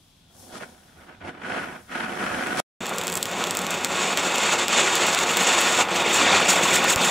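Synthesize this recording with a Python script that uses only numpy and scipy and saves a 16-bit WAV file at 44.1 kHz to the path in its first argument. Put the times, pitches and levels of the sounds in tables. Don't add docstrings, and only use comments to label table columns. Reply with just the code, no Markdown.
import sys
import numpy as np
from scipy import signal
from scipy.fft import rfft, irfft, next_fast_len
from scipy.io import wavfile
from scipy.ndimage import map_coordinates

SR = 44100
rng = np.random.default_rng(int(sys.argv[2]) if len(sys.argv) > 2 else 0)


def store_pcm(level_fs):
    pcm = np.round(np.clip(level_fs, -1, 1) * 32767).astype(np.int16)
    wavfile.write(sys.argv[1], SR, np.atleast_2d(pcm).T)


N = 313110
LENGTH = next_fast_len(N)
TIME = np.arange(N) / SR
BINS = np.fft.rfftfreq(LENGTH, 1 / SR)
TIP_S = 5.82


def gain_of(db):
    return np.exp(np.asarray(db) * (np.log(10) / 20))


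def evened(x):
    return x / np.sqrt(np.mean(x ** 2) + 1e-20)


def read(points, hz):
    f, value = np.transpose(points)
    return np.interp(np.log(hz + 1), np.log(f + 1), value)


def curve(points):
    s, value = np.transpose(points)
    return np.interp(TIME, s, value)


def swells(rows):
    total = 0
    for s, length, *heights in rows:
        bell = .5 ** ((2 * (TIME - s) / length) ** 2)
        total = total + np.outer(heights, bell)
    return total


def lifted(peaks):
    return sum(db / (1 + (2 * (BINS - hz) / width) ** 2) for hz, width, db in peaks)


def add(mix, s, sound):
    part = mix[round(s * SR):][:len(sound)]
    part += sound[:len(part)]


def coloured(x, spectrum, lift_db=0):
    gain = gain_of(read(spectrum, BINS) + lift_db)
    return evened(irfft(rfft(x, LENGTH) * gain, LENGTH)[:N])


def waver(rate_hz):
    step = 32
    t = TIME[::step]
    hz = np.fft.rfftfreq(len(t), step / SR)
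    band = hz ** 2 / (hz ** 2 + 6 ** 2) / np.sqrt(1 + (hz / rate_hz) ** 3)
    motion = irfft(rfft(rng.standard_normal(len(t))) * band, len(t))
    return np.interp(TIME, t, evened(motion))


def crackle(per_s, spread_db):
    count = int(per_s * N / SR)
    place, rarity, sign = rng.random((20000, 3))[:count].T
    size = gain_of(-spread_db * np.log(rarity + .01))
    return evened(np.bincount((place * N).astype(int), size * np.sign(sign - .5), N))


def gas(grain, per_s, spread_db):
    return evened(rng.standard_normal(N) + grain * crackle(per_s, spread_db))


def ring(t, hz, t60):
    return np.sin(2 * np.pi * hz * t) * np.exp(-np.log(1000) * t / t60)


def yard(x, wet_db):
    # delay_s [s], gain [times the direct sound]
    echoes = [(.0009, 0.11), (.00275, 0.051), (.0054, 0.088), (.0079, .07), (0.011, .13)]
    # pitch_hz [Hz], t60_s [s]
    tail_times = [(200, 0.19), (2000, 0.25), (7000, 0.07), (15000, 0.52)]
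    t = np.arange(SR // 4) / SR
    taps = rng.choice([-1., 1.], len(t)) * (rng.random(len(t)) < .08) * (t > .004)
    hz, s, z = signal.stft(taps, SR, nperseg=256)
    decay = gain_of(-60 * s / read(tail_times, hz)[:, None])
    tail = signal.istft(z * decay, SR)[1]
    response = gain_of(wet_db) * tail / np.linalg.norm(tail)
    response[0] += 1
    for delay, gain in echoes:
        response[round(delay * SR)] += gain
    return signal.oaconvolve(x, response / np.linalg.norm(response))[:N]


def spread(a, b):
    # pitch_hz [Hz], likeness [1 = same, 0 or less = unrelated]
    likeness = [(60, 0.91), (150, 1), (380, 0.86), (950, 0.36), (2380, 0.47), (5980, 0.22), (15000, -0.15)]
    # pitch_hz [Hz], left_over_right_db [dB]
    balance = [(60, -2.5), (180, 2.5), (550, -6.5), (1650, 0.5), (4970, 4), (15000, 6)]
    same = np.clip(read(likeness, BINS), 0, 1)
    lean_db = read(balance, BINS)
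    mid = rfft(a, LENGTH)
    side = rfft(b, LENGTH) * np.sqrt((1 - same) / (1 + same))
    left = (mid + side) * gain_of(lean_db / 2)
    right = (mid - side) * gain_of(-lean_db / 2)
    return irfft(np.array([left, right]), LENGTH)[:, :N]


def flame_gains():
    # start_s [s], attack_s [s], hold_s [s], release_s [s],
    # flutter_level_db [dB], rasp_over_flutter_db [dB], fizz_over_flutter_db [dB]
    flares = [(0.24, 0.29, 0.13, .16, -49.5, -21, -10.5), (0.475, 0.098, .005, 0.03, -40, -4.5, -8),
              (0.58, 0.05, .003, 0.018, -34.5, -2, -16), (0.953, .035, .02, 0.13, -53, -1.5, -20),
              (1.02, 0.073, .02, .08, -49.5, -1, -25), (1.202, 0.013, .02, 0.044, -42.5, -2, -29),
              (1.222, 0.058, .005, 0.042, -35, -3, -19.5), (1.293, 0.066, .02, .07, -43.5, -4, -27),
              (1.367, 0.17, 0.02, 0.19, -32.5, 1.5, -16.5), (1.60, 0.079, 0.03, 0.14, -38.5, -2.5, -18.5),
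              (1.863, 0.11, 0.067, 0.052, -34.5, 4, -13), (2.03, 0.069, 0.069, .07, -33.5, -2, -16.5),
              (2.135, 0.09, .35, 0.028, -31, 0.5, -14)]
    kindle_s = 0.54
    embers_db = [-59, -61, -75]
    lit = np.minimum(TIME / kindle_s, 1) ** 2
    power = np.outer(gain_of(embers_db), lit) ** 2
    for start, attack, hold, release, db, rasp_db, fizz_db in flares:
        rise = (TIME - start) / attack
        fall = 1 - (TIME - start - attack - hold) / release
        opening = np.clip(np.minimum(rise, fall), 0, 1)
        shape = np.sin(np.pi / 2 * opening) ** 2
        power = power + np.outer(gain_of([db, db + rasp_db, db + fizz_db]), shape) ** 2
    catch = swells([(2.596, 0.043, *gain_of([-25.5, -27.5, -33]))])
    return np.sqrt(power + catch ** 2)


def priming():
    # pitch_hz [Hz], level_db [dB per Hz]
    buffet_spectrum = [(20, -19), (45, -11), (85, 4), (130, -9), (220, -13.5), (1000, -88)]
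    fuse_spectrum = [(1000, -38), (3400, -11), (5500, 3.5), (7500, 0.5), (11000, 2), (13000, -7),
                     (15500, -6)]
    flutter_spectrum = [(60, -29), (130, -11), (210, -1), (310, -3.5), (480, -6.5), (720, -5),
                        (1080, -14.5), (1500, -29), (6000, -72)]
    rasp_spectrum = [(200, -42), (600, -17.5), (1100, -8), (1450, 2), (1750, -3), (2100, -7.5),
                     (2600, -9.5), (3100, -12.5), (3700, -22.5), (4400, -26.5), (12000, -58.5)]
    fizz_spectrum = [(300, -50.5), (1500, -21.5), (3300, 5.5), (4500, 0.5), (5400, 2), (7500, -2.5),
                     (10500, -3), (12500, -21), (16000, -24.5)]
    air_spectrum = [(20, -15.5), (45, -4), (70, -11), (120, -6.5), (190, -5), (420, -21.5), (800, -20),
                    (1200, -24.5), (2000, -28), (2800, -22), (3400, -21.5), (4600, -25), (11000, -37.5),
                    (15000, -43.5)]
    # pitch_hz [Hz], width_hz [Hz], lift_db [dB]
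    thin_bands = [(3280, 44, 11.5), (3520, 37, 11), (3950, 70, 6.5), (5400, 90, 4)]
    # time_s [s], level_db [dB]
    draughts = [(0.25, -66), (0.38, -60), (0.83, -68), (0.97, -56), (1.1, -67), (1.26, -46), (1.34, -62),
                (1.55, -55.5), (1.92, -62), (2.4, -51), (2.6, -64)]
    # time_s [s], level_db [dB]
    fuse_levels = [(0, -67), (.27, -74), (.4, -52.5), (.5, -56.5), (.75, -63.5), (1.05, -66), (1.2, -87),
                   (1.4, -82), (1.6, -60), (1.87, -61.5), (2.3, -53.5), (2.6, -51)]

    flutter, rasp, fizz = flame_gains()
    sputter = waver(rate_hz=48)
    layers = [(buffet_spectrum, gain_of(curve(draughts) + 1.2 * waver(rate_hz=11))),
              (fuse_spectrum, gain_of(curve(fuse_levels))),
              (flutter_spectrum, flutter * gain_of(-1.5 + 1.35 * sputter)),
              (rasp_spectrum, rasp * gain_of(-1.5 + 2.4 * sputter)),
              (fizz_spectrum, fizz * gain_of(0.7 * sputter))]
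    air_lift_db = lifted(thin_bands)
    pair = []
    for _ in range(2):
        flame = np.zeros(N)
        for spectrum, gain in layers:
            flame += coloured(gas(grain=0.76, per_s=1000, spread_db=1.5), spectrum) * gain
        air = coloured(rng.standard_normal(N), air_spectrum, air_lift_db) * gain_of(-59.5)
        pair.append(yard(flame, wet_db=-8.5) + air)
    return spread(*pair)


def snaps():
    # [dB, lower body against bright ring, before a fixed offset]
    bursts = [(2.47, -23.5, 3), (2.573, -20, 7), (2.5985, -14.5, 0), (2.8578, -14.5, 10), (2.867, -15, -4),
              (2.984, -8, 4), (3.014, -13.5, 12), (3.037, -15, -1), (3.0702, -8.5, 0), (3.08, -9.5, 7),
              (3.1, -13, 9), (3.1272, -13, 4), (3.1545, -7, -16), (3.1752, -10, -6), (3.2285, -5, 5),
              (3.2557, -11, 10), (3.3147, -17, -7), (3.4403, -6.5, 14), (3.4709, -13, -4), (3.509, -5.5, 0),
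              (3.5514, -12, 9), (3.571, -4, -9), (3.5906, -10.5, 7), (3.6175, -13, -6), (3.667, -11, 7),
              (3.707, -10, 1), (3.847, -2.5, 7), (4.174, -2, 12), (4.358, -8, 11), (4.3826, -8.5, 4),
              (4.6823, -5.5, 10), (4.9543, -3.5, -6), (5.068, -8, -8), (5.148, -3, 9), (5.1892, -6.5, 10),
              (5.371, -4.5, 2), (6.757, -9, 0), (6.8425, -7, -8), (6.96, -3, -8)]
    ring_spread = .025
    out, t = np.zeros(N), np.arange(SR // 40) / SR
    no_bass = signal.butter(2, 1100, "high", fs=SR)
    for (s, peak_db, body_db), chance in zip(bursts, rng.standard_normal((len(bursts), len(t)))):
        size = 1 + ring_spread * chance[-1]
        shock = 1.26 * ring(t, hz=11500, t60=0.00026)
        bright = ring(t, hz=7650 * size, t60=0.0031)
        body = gain_of(body_db - 5.0) * ring(t, hz=3200 * size, t60=0.0019)
        snap = shock + bright - body
        fragments = 0.031 * chance * np.exp(-t / 0.0018)
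        scattered = signal.fftconvolve(snap, fragments)[:len(t)]
        burst = signal.lfilter(*no_bass, snap + scattered + 7.7 * fragments)
        add(out, s, gain_of(peak_db) * burst / abs(burst).max())
    return yard(out, wet_db=-15.5)


def jet_levels():
    # [dB, scaled per band]
    thrust_points = [(2.81, -13), (2.86, -10.5), (3.22, -12.5), (3.33, -9), (3.6, -9.5), (3.89, -7),
                     (3.98, -2.5), (4.36, -3), (4.48, 1), (4.66, 1.5), (4.79, 3), (4.92, -0.5), (5.35, -1),
                     (5.5, 3), (6.06, -2), (6.3, 5.5), (6.56, 0), (7.1, 0)]
    # centre_s [s], length_s [s, at half height],
    # drop_db [dB, scaled per band], roar_drop_db [dB]
    clogs = [(3.232, 0.041, 3.5, 10), (3.88, 0.016, 6, 5), (4.155, 0.024, 4.5, 5.5), (4.57, 0.047, 5, 2),
             (4.672, 0.05, 9.5, 8.5), (5.1, 0.019, 0.5, -1), (5.25, 0.023, 4, 0), (5.865, 0.071, 10, 5.5),
             (6.958, 0.029, 11, 4)]
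    # centre_s [s], length_s [s, at half height],
    # rise_db [dB, scaled per band], roar_rise_db [dB]
    spurts = [(2.92, 0.014, -5, 7), (3.425, 0.03, 5.5, 6), (3.72, 0.018, 5.5, 4.5), (4.525, 0.028, 2, 0.5),
              (5.04, 0.087, 1.5, 2), (5.805, 0.043, 4.5, 6.5), (6.595, 0.052, -2, 3)]
    # [dB, scaled per band]
    swings = [(5.98, 0.087, 3), (6.155, 0.068, 10), (6.505, 0.058, 12.5), (6.635, 0.16, 7),
              (6.755, 0.05, 11.5), (6.915, 0.065, 12), (7.05, 0.075, 9)]
    thrust = curve(thrust_points)
    aim = swells(swings)[0]
    surge, roar_surge = swells(spurts) - swells(clogs)
    tipped = np.clip((TIME - TIP_S) / 0.047, 0, 1)
    floor_roar_db, floor_hiss_db = 2.5 * tipped, -5 * tipped
    thickening_db = 2.0 * (TIME - TIP_S)
    roar_db = -25 + 0.66 * thrust + roar_surge + floor_roar_db
    rush_db = -25 + thrust + surge + 0.23 * aim
    hiss_db = -29 + 1.19 * thrust + 1.37 * surge + aim + floor_hiss_db
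    sizzle_db = -43 + .25 * thrust + .9 * surge + 1.1 * aim + floor_hiss_db + thickening_db
    return roar_db, rush_db, hiss_db, sizzle_db


def jet():
    # pitch_hz [Hz], level_db [dB per Hz]
    drone_spectrum = [(30, -33), (60, -28), (90, -5.5), (130, -16.5), (175, 1.5), (260, -0.5), (310, -12),
                      (400, -0.5), (600, -4), (1200, -38), (5000, -70)]
    roar_spectrum = [(30, -45), (70, -40), (130, -11.5), (200, -9), (300, -2.5), (480, 3.5), (750, 4),
                     (1300, 0.5), (1800, -3.5), (2400, -6.5), (4000, -33), (9000, -70)]
    rush_spectrum = [(300, -63), (1000, -14), (1800, -1.5), (2350, -4), (2750, 4.5), (3100, -4),
                     (3600, 2.5), (4000, -6.5), (4350, -6), (5100, -11.5), (5900, -9.5), (6600, -12),
                     (9000, -20), (13000, -60)]
    hiss_spectrum = [(1000, -57), (3500, -11), (5200, -10), (6200, -7.5), (6800, 0), (7400, 1.5),
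                     (7950, -3.5), (8600, -16.5), (10000, -18.5), (13000, -44)]
    sizzle_spectrum = [(3000, -35), (5500, -21), (8500, 7), (10000, -1), (11500, -.5), (14000, -1.5),
                       (15300, 0), (16000, -6.5)]
    tick_spectrum = [(100, -61), (1500, -23), (3300, 1), (5500, -25), (7500, 6), (9500, -2.5), (15500, -10)]
    # pitch_hz [Hz], width_hz [Hz], lift_db [dB]
    corner = [(206, 17, 6.5), (347, 22, 6), (538, 28, 1), (600, 26, 2), (836, 30, 4.5), (950, 63, 1.5),
              (1094, 9.9, 6.5), (1314, 65, 2.5), (1425, 70, 4.5), (2450, 460, 3.5), (2750, 60, -5),
              (3460, 110, -0.5)]
    # time_s [s], level_db [dB]
    shower = [(2.81, -53), (3.1, -36.5), (3.62, -57), (3.95, -51), (4.3, -47), (4.7, -64), (5.5, -36),
              (5.85, -50), (7.1, -53)]

    roar_db, rush_db, hiss_db, sizzle_db = jet_levels()
    gusts = waver(rate_hz=16.4)
    clogging = waver(rate_hz=16)
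    corner_db = lifted(corner)

    roar = coloured(gas(grain=0.62, per_s=1200, spread_db=2.5), roar_spectrum, corner_db)
    roar *= gain_of(roar_db + 0.65 * gusts)
    drone = coloured(rng.standard_normal(N), drone_spectrum) * gain_of(-36.5 + 2.7 * gusts)
    rush = coloured(gas(grain=0.55, per_s=2200, spread_db=4), rush_spectrum, corner_db)
    rush *= gain_of(rush_db + 1.0 * gusts + 0.19 * clogging)
    hiss = coloured(gas(grain=0.58, per_s=2100, spread_db=-1), hiss_spectrum)
    hiss *= gain_of(hiss_db + 1.8 * gusts + 1.06 * clogging)
    sizzle = coloured(gas(grain=0.36, per_s=3000, spread_db=11), sizzle_spectrum)
    sizzle *= gain_of(sizzle_db + 1.5 * gusts + 1.6 * clogging)
    ticks = coloured(crackle(per_s=180, spread_db=7.5), tick_spectrum) * gain_of(curve(shower))
    return yard(roar + drone + rush + hiss + sizzle + ticks, wet_db=-11)


def tumbling(x):
    rolling = np.clip((TIME - TIP_S) / 0.36, 0, 1)
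    delay_s = 0.000552 * np.exp(0.52 * waver(rate_hz=8.0))
    echo = .4 * rolling
    late = map_coordinates(x, [np.arange(N) - delay_s * SR], order=3)
    return (x + echo * late) / np.sqrt(1 + echo ** 2)


def knock():
    out = np.zeros(N)
    bump = ring(np.arange(SR // 5) / SR, hz=101, t60=0.037)
    add(out, 6.9595, gain_of(-18) * bump)
    return signal.lfilter(*signal.butter(2, 40, "high", fs=SR), out)


def scene():
    # start_s [s], end_s [s]
    silence = (2.603, 2.805)
    sparks = snaps()
    late = np.maximum(TIME - silence[0], 0)
    lighting = np.where(late > 0, gain_of(-15 - 1430 * late), 1)
    burning = np.clip((TIME - silence[1]) / .002, 0, 1)
    full_burn = tumbling(jet()) + sparks + knock()
    return (priming() + sparks) * lighting + full_burn * burning


def record(dry):
    low_pass = signal.firwin(511, 15700, window=("kaiser", 9), fs=SR)
    return signal.oaconvolve(dry, low_pass[None], "same")


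dry = scene()
out = record(dry)
store_pcm(out)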